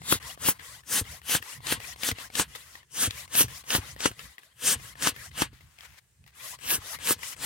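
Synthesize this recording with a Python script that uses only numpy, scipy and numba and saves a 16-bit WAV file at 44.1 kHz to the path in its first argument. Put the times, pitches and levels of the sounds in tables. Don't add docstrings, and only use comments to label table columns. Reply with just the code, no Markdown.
import sys
import numpy as np
from scipy import signal
from scipy.fft import rfft, irfft, next_fast_len
from scipy.io import wavfile
from scipy.ndimage import uniform_filter1d, map_coordinates
from numba import njit

SR = 44100
rng = np.random.default_rng(int(sys.argv[2]) if len(sys.argv) > 2 else 0)


def wrap_up_sound(samples):
    columns = np.atleast_2d(samples).T
    tamed = np.clip(columns, -1, 1)
    steps = np.round(tamed * 32767).astype(np.int16)
    wavfile.write(sys.argv[1], SR, steps)


N = 328545

# f/Hz, level/dB, t60/s
HOSE_MODES = [(98.8, -10.5, 0.067), (255, -15, 0.03), (450, -21.5, 0.044)]
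# f/Hz, level/dB, t60/s
BARREL_MODES = [(127, -15, 0.033), (178.2, -13.5, 0.081), (310, -9, .02), (600, -6, .009), (1060, 0, .009),
                (1500, 0.5, 0.016), (1950, -3, 0.011), (2796, -4, 0.023), (4070, -8.5, .008)]
BARREL_WALL_HZ = (BARREL_MODES[4][0], BARREL_MODES[6][0])


def undb(db):
    return 10 ** (np.asarray(db) / 20)


def level(x, db):
    return x * undb(db) / np.sqrt(np.mean(x ** 2))


@njit
def svf(x, hz, width_hz):
    y, band, low = np.empty(len(x)), 0., 0.
    for i in range(len(x)):
        g, damping = np.tan(np.pi * hz[i] / SR), width_hz / hz[i]
        v = (band + g * (x[i] - low)) / (1 + g * (g + damping))
        band, low = 2 * v - band, low + 2 * g * v
        y[i] = damping * v
    return y


def bandpass(x, hz, width_hz):
    return np.apply_along_axis(svf, -1, x, hz * np.ones(x.shape[-1]), float(width_hz))


def walk(rate_hz):
    hold = int(SR / rate_hz)
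    steps = np.repeat(rng.standard_normal(N // hold + 1), hold)
    return 1.185 * uniform_filter1d(uniform_filter1d(steps, hold), hold)[:N]


def curves(rows):
    times_s, *columns = np.transpose(rows)
    return [np.interp(np.arange(N) / SR, times_s, column) for column in columns]


def stroke_curves(strokes, fade_s=0.0047):
    rows = []
    for stroke in strokes:
        first, last = stroke[0], stroke[-1]
        rows += [(first[0] - fade_s, -100, *first[2:]), *stroke, (last[0] + fade_s, -100, *last[2:])]
    return curves(rows)


def hiss(spectrum, alike_hz, flicker_db, rate_hz, band_hz, trim_db=lambda hz: 0):
    size = next_fast_len(N)
    f = np.fft.rfftfreq(size, 1 / SR) + 1e-9
    hz, db = np.transpose(spectrum)
    shape = undb(np.interp(np.log(f), np.log(hz), db))
    alike = 1 / (1 + f / alike_hz)
    mid, side = (rfft(rng.standard_normal(size)) * shape for _ in range(2))
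    pair = np.sqrt(1 + alike) * mid + np.sqrt(1 - alike) * side * np.array([[1], [-1]])
    inside = (f > band_hz[0]) & (f < band_hz[1])
    pair /= np.sqrt(4 * np.sum(shape[inside] ** 2) / size)
    out = 0
    for centre_hz in 90 * 2 ** np.arange(0, 8, .5):
        window = np.cos(np.pi * np.clip(np.log2(f / centre_hz), -.5, .5)) ** 2
        out += irfft(pair * window)[:, :N] * undb(trim_db(centre_hz) + flicker_db * walk(rate_hz))
    return out


def ring(modes, detune, length_s=.15):
    t = np.arange(int(length_s * SR)) / SR
    y = sum(undb(db) * np.sin(2 * np.pi * hz * ratio * t) * 1000. ** (-t / t60_s)
            for (hz, db, t60_s), ratio in zip(modes, detune))
    return y / np.max(np.abs(y))


def add(line, start_s, sound):
    i = int(start_s * SR)
    line[i:i + len(sound)] += sound[:len(line) - i]


def near_wall(x, right_db, lag_samples, echo_db, t60_s):
    t = np.arange(int(.08 * SR)) / SR
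    scatter = undb(echo_db) * rng.standard_normal((2, len(t))) * 1000. ** (-t / t60_s) * (t > .001)
    bass = signal.sosfilt(signal.butter(2, 330, fs=SR, output="sos"), x)
    upper = x - bass
    direct = np.array([upper, undb(right_db) * np.roll(upper, lag_samples)])
    return bass * undb([[1.3], [-1.3]]) + direct + signal.fftconvolve(upper[None], scatter)[:, :N]


def yard():
    # t/s, level/dB
    rumble_envelope = [(0.0, -50), (0.37, -64), (0.46, -51), (0.66, -64), (0.91, -63), (1.08, -49),
                       (1.18, -61.5), (1.39, -67), (1.72, -49.5), (1.89, -56.5), (2.55, -57.5), (2.82, -65),
                       (3.05, -60), (3.19, -55), (3.32, -59), (3.44, -46.5), (3.65, -68), (3.78, -59.5),
                       (3.9, -50), (4.01, -58), (4.25, -55.5), (4.36, -77), (4.5, -70), (4.71, -64.5),
                       (4.85, -52), (4.94, -63.5), (5.08, -54), (5.23, -58.5), (5.35, -50), (5.71, -65.5),
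                       (6.16, -68.5), (6.35, -67), (6.79, -53), (7.1, -63), (7.2, -51.5), (7.32, -61),
                       (7.45, -47)]
    # f/Hz, density/dB
    yard_spectrum = [(190, -36.5), (330, -6.5), (358, -3), (1250, -14.5), (1650, -1.5), (3260, -11.5),
                     (8630, -5), (16000, -15)]
    db, = curves(rumble_envelope)
    noise = rng.standard_normal((2, N))
    noise[1] = noise[0] + .54 * noise[1]
    rumble = bandpass(noise, 68, width_hz=37) + .7 * bandpass(noise, 125, width_hz=40)
    rumble = bandpass(bandpass(rumble, 85, width_hz=140), 85, width_hz=110)
    rumble = level(rumble, 0) * undb(db + 4.4 * walk(22))
    air = hiss(yard_spectrum, alike_hz=400, flicker_db=2.5, rate_hz=12, band_hz=(200, 16000))
    return rumble + undb(-71) * air


def push_jet():
    # t/s, hiss/dB, middle re hiss/dB, top re hiss/dB, left minus right/dB
    pushes = [
        [(0.0, -71, 6, -12, 2), (0.006, -65, 1, -16, 4), (0.124, -24.5, -2, -4, 3), (0.144, -29.5, -2, -8, 2.0),
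         (0.188, -56.5, 6, -7, 2.0), (0.2, -110, 4, -5, 7)],
        [(0.36, -83, 11, 3, 7), (0.42, -41, -2, -9, 4.5), (0.462, -30.5, 4, -1, 3), (0.494, -28.5, 1, 7.5, 2),
         (0.52, -35.5, -2.5, -4, 0), (0.54, -62, 5, -1, 7), (0.58, -64, 6, -6, 1)],
        [(0.83, -81, 10, -3, 11), (0.864, -55.5, -3.5, -8, 6), (0.926, -30, -3, 0, 3), (0.978, -28, -1, -3, 2),
         (1.0, -30, -2, -5, 5.5), (1.04, -64.5, 3, -10, -3)],
        [(1.21, -88, 14, -4, 8), (1.236, -64.5, 5, 4, 8), (1.312, -30.5, 0, -0.5, 2.0),
         (1.354, -29.5, 0.5, 0, 1.5), (1.37, -31, -0.5, -5, 0.5), (1.41, -66.5, 4.5, -3.5, 5)],
        [(1.6, -92, 21, -2, 2.0), (1.612, -68.5, 6, -4, 6), (1.676, -39, 4, -3, 5), (1.728, -28, 0, -4.5, 0.5),
         (1.79, -66.5, 8.5, -10, 6)],
        [(1.95, -70.5, 0, -9, 6), (2.046, -35.5, 3, -3, 4.5), (2.092, -30.5, -2, -5, 1),
         (2.122, -43.5, 4, -13, 1.5), (2.132, -64, 9, -3, 3), (2.15, -62, 3, -7, 4)],
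        [(2.29, -76.5, 6.5, -7, 4.0), (2.362, -37, -1.5, -9, 7), (2.4, -24, -1.5, -10.5, -1),
         (2.42, -27.5, -3.5, -15.5, 3), (2.456, -68, 15, -1, 1.0), (2.48, -70, 6, -13, 2)],
        [(2.85, -105, 13, -6, 7), (2.888, -89, 9, -3, 16), (2.916, -59, -5, -7, 8.5),
         (2.97, -38, -0.5, -4.5, 2.5), (3.034, -25, -3.5, -7.5, 1), (3.068, -31.5, -2, -7, 2.5),
         (3.1, -62, 5, -11, 2.0)],
        [(3.27, -78, 11, -3, 2.5), (3.274, -71.5, 0, -11, 9), (3.348, -34.5, -1, -2.5, 2),
         (3.394, -26.5, -2.5, 2.5, 1.5), (3.416, -22, -5, -2.5, 0.5), (3.47, -56, -1, -6, 2.5)],
        [(3.63, -88, -4, -11, 3.0), (3.638, -69.5, 14, -4, 8), (3.658, -58.5, -1, -7, 3),
         (3.71, -32.5, 2.5, -7, 0), (3.764, -26.5, 1, -5.5, 0.5), (3.81, -56, 1.5, -12, 7)],
        [(3.95, -68, 5, -4, 0.0), (3.984, -64, 10, -1, 7), (4.0, -44.5, -1, -11, 6), (4.062, -27.5, 1, -10, -1),
         (4.108, -54.5, 2.5, -6, -0.5), (4.15, -65, 8, -8, 4.0)],
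        [(4.53, -89.5, 7, 0, 10), (4.636, -36, -2.5, -5.5, 3), (4.68, -23, -7, -9.5, 2.5),
         (4.724, -25, -4.5, -4.5, 2.5), (4.746, -35, -2, -9, 2), (4.764, -56.5, 6, -15, 6),
         (4.79, -59, 1, -9, 2.5)],
        [(4.94, -67.5, 4, -11, 4.0), (4.942, -78, 8, -10, 6.5), (5.032, -30.5, -1, -7.5, 2),
         (5.072, -25, 1, -7, 1), (5.092, -29.5, -1, -5.5, 1.5), (5.14, -76, 15.5, -4.5, 5)],
        [(5.31, -73, 11.5, -4, 14), (5.324, -69, 5.5, -4.5, 8), (5.386, -38.5, 4.5, -2.5, 0),
         (5.41, -31.5, -2.5, -9.5, 2.5), (5.42, -26, 1, -4.5, -1.5), (5.504, -88, 17, -7.5, 6.5),
         (5.53, -86.5, 22, 2, 15)],
        [(6.58, -82, 8, -5, 15), (6.586, -70.5, 5, -4, 13), (6.628, -49, -2, -10, 10), (6.672, -38, -5, -4, 1),
         (6.708, -31, 0.5, 1, 2), (6.754, -27.5, -5, -4, 2), (6.8, -62, 2, -5, 4)],
        [(6.98, -78, 10, -2, 20), (7.002, -51.5, 2.5, -10, 7.5), (7.094, -26.5, -2.5, 4, 1),
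         (7.128, -29, -2.5, 1, 0), (7.16, -59, 3.5, -6, 6), (7.18, -63, 5, -6, 4.0)],
        [(7.35, -69, 4, -10, 4.0), (7.37, -56, -1, -19, 10.5), (7.426, -41, 3.5, -2, 4),
         (7.45, -32, 1.5, -5, 1.0)],
    ]
    # t/s, left delay/us, hole tuning ratio, hole ring/dB
    tip_aim = [(0.109, -68, 1.22, 5.5), (.47, -48, 1.04, -16.5), (.96, -11, 1.04, -3.5),
               (1.33, -18, 1.04, 1.5), (1.7, -17, 1.05, -0.5), (2.065, -10, 1.08, -2.5),
               (2.38, -15, 0.95, -9), (3.03, 52, 1.03, 0), (3.385, 53, 1.04, 3.5), (3.73, 61, 1.07, -2.5),
               (4.03, 49.5, 0.98, -6.5), (4.7, 16.5, 1.03, 2.5), (5.05, 27, 0.98, -6.5), (5.4, 29.5, 1, -3),
               (6.73, 63.5, 0.96, 2.5), (7.09, 28, 1, -6.5), (7.43, 20, 1., -19.5)]
    # f/Hz, density/dB
    jet_spectrum = [(71, -45.5), (120, -6), (272, -1.5), (355, -10), (454, -4.5), (670, -10), (1520, -3.5),
                    (1650, -3), (2200, -6.5), (3050, -5), (4230, -5), (8840, 0.5), (16000, -8.5)]
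    # f/Hz, width/Hz, level/dB
    hole_modes = [(1710, 86, -21.5), (2906, 590, -6.5), (5790, 210, -13), (8430, 300, -11.5)]
    db, middle_db, top_db, pan_db = stroke_curves(pushes)
    lag_us, tuning, ring_db = curves(tip_aim)

    def trim_db(hz):
        middle = np.interp(np.log(hz), np.log([300, 900, 4000, 5500]), [.3, 1, 1, 0])
        top = np.interp(np.log(hz), np.log([8500, 12000]), [0, 1])
        return middle * (middle_db + 2.5) + top * (top_db + 6.5)

    air = hiss(jet_spectrum, alike_hz=17900, flicker_db=2.04, rate_hz=45, band_hz=(5000, 10500),
               trim_db=trim_db)
    trip_samples, trip_gain = int(SR / (2 * HOSE_MODES[0][0])), -.22
    air = sum(np.roll(air, k * trip_samples, axis=1) * trip_gain ** k for k in range(4))
    drift = tuning + .02 * walk(12)
    hole = 0
    for hz, width_hz, mode_db in hole_modes:
        gain = undb(mode_db + ring_db + 1.93 * walk(9)) * np.sqrt(4000 / width_hz)
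        hole += gain * bandpass(air, hz * drift, width_hz)
    left, right = .94 * air + hole
    left = map_coordinates(left, [np.arange(N) - lag_us * 1e-6 * SR], order=3)
    jet = undb(db + np.array([pan_db, -pan_db]) / 2) * np.array([left, right])
    flow = rng.standard_normal(N)
    wall = sum(level(bandpass(flow, hz, width_hz=180), -3) for hz in BARREL_WALL_HZ)
    slide_db = np.minimum(db + middle_db - 3, -50) + 3.5 * walk(35)
    slide = undb(slide_db) * np.array([wall, .5 * np.roll(wall, 13)])
    hum = sum(level(bandpass(flow, hz, 3.8 / t60_s), mode_db) for hz, mode_db, t60_s in HOSE_MODES)
    return jet + undb(db - 21.5) * hum + slide


def ticks():
    # t/s, level/dB, f/Hz, tap re level/dB, ring re level/dB
    contacts = [(0.0179, -34, 2030, -1, -8), (0.227, -32, 4170, -17, -1), (0.3756, -42, 1680, 7.5, -11),
                (0.596, -34.5, 1860, -12, -2), (0.8355, -47, 1750, -26, 1), (1.052, -38, 1950, -7, -5),
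                (1.2165, -37, 1850, -10, -7), (1.296, -19, 3060, -6, -7), (1.4251, -23.5, 1760, -28, -7),
                (1.6048, -43.5, 2060, 6, -7), (1.6691, -16.5, 3830, -16, -8),
                (1.8015, -28.5, 1950, -16, -4), (1.9602, -35.5, 2060, -4, -10),
                (2.0334, -12.5, 2900, -16, -10), (2.1144, -15.5, 2070, -18, -8),
                (2.1852, -25, 2700, -7.5, -12), (2.3012, -36.5, 2150, 1, -7), (2.3533, -12, 3140, -20, -9),
                (2.5508, -26.5, 1990, -26, -4), (2.754, -34.5, 1860, -34, 4), (2.83, -45, 1890, -18, -1),
                (3.1079, -20, 3620, -21, 0), (3.278, -38, 2080, -11, -4), (3.3523, -11.5, 3700, -15, -11),
                (3.4823, -32, 1770, -17, -6), (3.6396, -37.5, 1890, -2, -7), (3.704, -12, 2980, -23, -6),
                (3.963, -36.5, 1850, 3, 0), (4.0047, -17.5, 3340, -12, -15), (4.1142, -32.5, 1560, -4, -7),
                (4.1929, -26, 2950, -15, -6), (4.3818, -33.5, 1850, -42, 1), (4.4332, -42, 1670, -19, -1),
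                (4.7982, -39, 1820, -2, -3), (4.9545, -38, 1790, -4, -1), (5.023, -15, 2770, -15, -13),
                (5.1627, -27.5, 1770, -30, -2), (5.3147, -40, 1970, -13, 0), (5.3777, -23.5, 2830, -6, -3),
                (5.6077, -46, 2020, -6, -1), (5.7863, -35, 2500, -14, -10), (5.807, -33.5, 3260, -19, -2),
                (6.24, -47, 2530, -17.5, -6.5), (6.2635, -42, 1970, -21, -3), (6.5885, -36, 1990, -19, -7),
                (6.7037, -15, 3250, -21, -8), (6.9875, -32.5, 2080, -14, -3), (7.0723, -14, 3150, -14, -7),
                (7.1904, -35, 1830, -7, -7), (7.232, -24.5, 1980, -26, -0.5), (7.3645, -35, 2030, -8, -5)]
    line = np.zeros(N)
    t = np.arange(700) / SR
    chatter = 1000. ** (-np.clip(t - .002, 0, None) / .012)
    for start_s, db, hz, tap_db, ring_db in contacts:
        noise = rng.standard_normal(len(t))
        burst = noise * chatter
        snap = bandpass(burst, hz, 1.5 * hz) + undb(-7.5) * np.gradient(burst)
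        ping = ring([(hz, 0, 52 / hz), (1.75 * hz, -10, 20 / hz)], 1 + .02 * noise)
        tap = ring([(770, 0, .014), (1250, -2, .017)], 1 + .11 * noise[3:])
        add(line, start_s, level(snap, db - 16.5))
        add(line, start_s, undb(db + ring_db) * ping + undb(db + tap_db) * tap)
    return near_wall(line, right_db=-6.5, lag_samples=17, echo_db=-35, t60_s=.05)


def piston_knocks():
    # t/s, level/dB, brightness/dB, thud re level/dB
    hits = [(0.124, -11.5, 6, -16), (0.486, -14.5, 1.5, -16.5), (1.35, -19, 10, -11),
            (1.723, -17, 8.5, -12.5), (2.088, -23.5, 8.5, -9), (2.397, -14, 5.5, -11),
            (3.408, -19.5, 7.5, -7.5), (3.75, -15.5, 9, -13), (4.057, -12.5, 8.5, -15),
            (5.072, -16.5, 9.5, -16.5), (5.42, -13, 6, -15.5), (7.108, -15.5, -6, -16)]
    line = np.zeros(N)
    t = np.arange(600) / SR
    for start_s, db, bright_db, thud_db in hits:
        noise = rng.standard_normal(len(t))
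        body = undb(db + 3.5) * ring(BARREL_MODES[2:5], 1 + .046 * noise)
        add(line, start_s, body)
        add(line, start_s + .0014 * (1 + .068 * noise[-1]), -.9 * body)
        add(line, start_s + .0024 * (1 + .06 * noise[-2]), .3 * body)
        rattle = noise * (np.abs(noise) > 1.2) * (t < .0035)
        rattle[0] = 4.9
        clatter = np.convolve(rattle, ring(BARREL_MODES[5:], 1 + .036 * noise[5:]))
        crack = uniform_filter1d(noise[::-1], size=3) * 1000. ** (-t / .012)
        bright_gain = undb(db + bright_db - 3)
        add(line, start_s, bright_gain * clatter / np.max(np.abs(clatter)))
        add(line, start_s, bright_gain * crack)
        add(line, start_s, undb(db + thud_db) * ring(BARREL_MODES[:2], 1 + .057 * noise[9:]))
    return near_wall(line, right_db=-12, lag_samples=11, echo_db=-40.5, t60_s=.082)


def hose_thumps():
    # t/s, level/dB
    stops = [(0.153, -29), (1.013, -22), (1.403, -40), (1.775, -35), (2.118, -23.5), (3.076, -21),
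             (3.442, -24.5), (3.783, -21), (4.108, -33), (4.757, -31), (5.121, -37.5), (5.53, -41),
             (6.781, -32), (7.164, -42)]
    line = np.zeros(N)
    for start_s, db in stops:
        detune = 1 + .082 * rng.standard_normal(len(HOSE_MODES))
        add(line, start_s, undb(db) * ring(HOSE_MODES, detune))
    return uniform_filter1d(line, 40) * undb([[.8], [-.8]])


def pull_intake():
    # t/s, hiss/dB, rub re hiss/dB
    pulls = [
        [(0.2, -57, 7.5), (0.272, -40, -3.5), (0.316, -43.5, 0.5), (0.348, -50.5, -3), (0.36, -73, 16)],
        [(0.58, -74, -6), (0.594, -59, 8), (0.644, -47, -3), (0.754, -49.5, 0), (0.81, -57.5, 1.5),
         (0.83, -85, 2)],
        [(1.04, -56, 4), (1.118, -42.5, -4.5), (1.168, -47, 0.5), (1.198, -60, 2), (1.21, -76, 8)],
        [(1.41, -67, -4), (1.42, -50.5, -2), (1.534, -41.5, -2.5), (1.58, -51.5, -0.5), (1.6, -77, 9)],
        [(1.79, -67, 8), (1.8, -50.5, 3), (1.878, -40, -4.5), (1.934, -45.5, -0.5), (1.95, -67, 9)],
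        [(2.15, -59.5, 7), (2.202, -43, 0.5), (2.256, -45, -1), (2.282, -55, 0), (2.29, -70, 9)],
        [(2.48, -59, 2.5), (2.546, -52.5, 0.5), (2.56, -39, 1), (2.568, -48.5, 1.5), (2.634, -53.5, -2.5),
         (2.788, -54, 1.5), (2.85, -85, 15)],
        [(3.1, -58, 9), (3.104, -51, 3.5), (3.2, -40.5, -5.5), (3.256, -51, 0.5), (3.27, -73, 3)],
        [(3.47, -56, -6), (3.488, -50, 0), (3.566, -41.5, -7), (3.612, -50, 0.5), (3.63, -65, 5)],
        [(3.81, -53, 6.5), (3.882, -45.5, -0.5), (3.916, -45, -1.5), (3.95, -59, 0)],
        [(4.15, -62.5, 1), (4.202, -50, 2), (4.262, -52, 0.5), (4.358, -63.5, 2), (4.366, -70, 3),
         (4.375, -79, 16)],
        [(4.39, -55, 2), (4.406, -66, 4.5), (4.452, -58, -3), (4.482, -69, 4), (4.53, -83, 18.5)],
        [(4.79, -55, 1), (4.846, -46, -2.5), (4.89, -46, -2.5), (4.93, -56, 2), (4.94, -62, 7)],
        [(5.14, -61, 6), (5.158, -54, 2), (5.258, -43.5, -3.5), (5.294, -56, 0), (5.31, -76, -5)],
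        [(6.32, -82, 7), (6.354, -58.5, -1), (6.446, -40, -5), (6.512, -40.5, -5), (6.552, -46.5, 1.5),
         (6.58, -77, 3)],
        [(6.8, -54.5, 2), (6.866, -42.5, -1), (6.924, -37, -7.5), (6.95, -39, 2.5), (6.98, -59, 0)],
        [(7.18, -56, -1), (7.24, -41, -3), (7.286, -37, -8), (7.334, -41, -0.5), (7.35, -57, 5)],
    ]
    # f/Hz, density/dB
    intake_spectrum = [(150, -41.5), (250, -5.5), (367, -15.5), (519, -8.5), (875, -12.5), (1080, -9),
                       (1640, -5.5), (1950, -5.5), (2360, -6.5), (2810, -5.5), (4410, -5.5), (10900, -5.5),
                       (16000, -14)]
    start_hz, end_hz = 400, 1080
    db, rub_db = stroke_curves(pulls)
    air = hiss(intake_spectrum, alike_hz=500, flicker_db=2, rate_hz=40, band_hz=(4500, 15000),
               trim_db=lambda hz: (hz < 4500) * (rub_db - 1.5))
    progress, = curves([row for pull in pulls for row in ((pull[0][0], 0), (pull[-1][0], 1))])
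    travel = np.sin(np.pi / 2 * progress) ** 2
    period_s = 1 / start_hz + travel * (1 / end_hz - 1 / start_hz)
    wall = sum(undb(5.5 + 3.5 * walk(35)) * bandpass(air, hz, width_hz=160) for hz in BARREL_WALL_HZ)
    tones = 0
    for harmonic in range(1, 9):
        hz = harmonic / period_s
        rolloff_db = 5 * np.clip(hz / 1000 - 3.5, 0, None)
        tones += undb(5.5 * walk(70) - rolloff_db) * bandpass(air, hz, width_hz=90)
    return undb(db + np.array([[2.2], [-2.2]])) * (.8 * air + undb(4.5) * tones + wall)


def glove_rustle():
    # t/s, level/dB
    rustle_envelope = [(5.53, -64), (5.534, -59), (5.602, -66), (5.606, -59.5), (5.694, -65), (5.78, -63),
                       (5.784, -58.5), (5.86, -46.5), (5.87, -57.5), (5.966, -60), (5.988, -51),
                       (6.006, -76.5), (6.252, -93), (6.278, -55.5), (6.32, -76)]
    # f/Hz, density/dB
    glove_spectrum = [(300, -25.5), (900, -8), (2000, -2.5), (4500, -10.5), (16000, -16.5)]
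    db, = stroke_curves([rustle_envelope])
    grain_db = 1.5 * np.repeat(rng.exponential(size=N // 60 + 1), 60)[:N]
    cloth = hiss(glove_spectrum, alike_hz=600, flicker_db=1.8, rate_hz=30, band_hz=(900, 8000))
    return undb(db + np.array([[2.5], [-2.5]])) * cloth * level(undb(grain_db), 0)


def scene():
    pump = push_jet() + pull_intake() + piston_knocks() + ticks() + hose_thumps()
    return pump + glove_rustle() + yard()


def record(dry):
    low_hz, top_hz = 50, 16050
    trimmed = signal.sosfilt(signal.butter(4, low_hz, "high", fs=SR, output="sos"), dry)
    return signal.sosfilt(signal.ellip(10, .2, 80, top_hz, fs=SR, output="sos"), trimmed)


dry = scene()
out = record(dry)
wrap_up_sound(out)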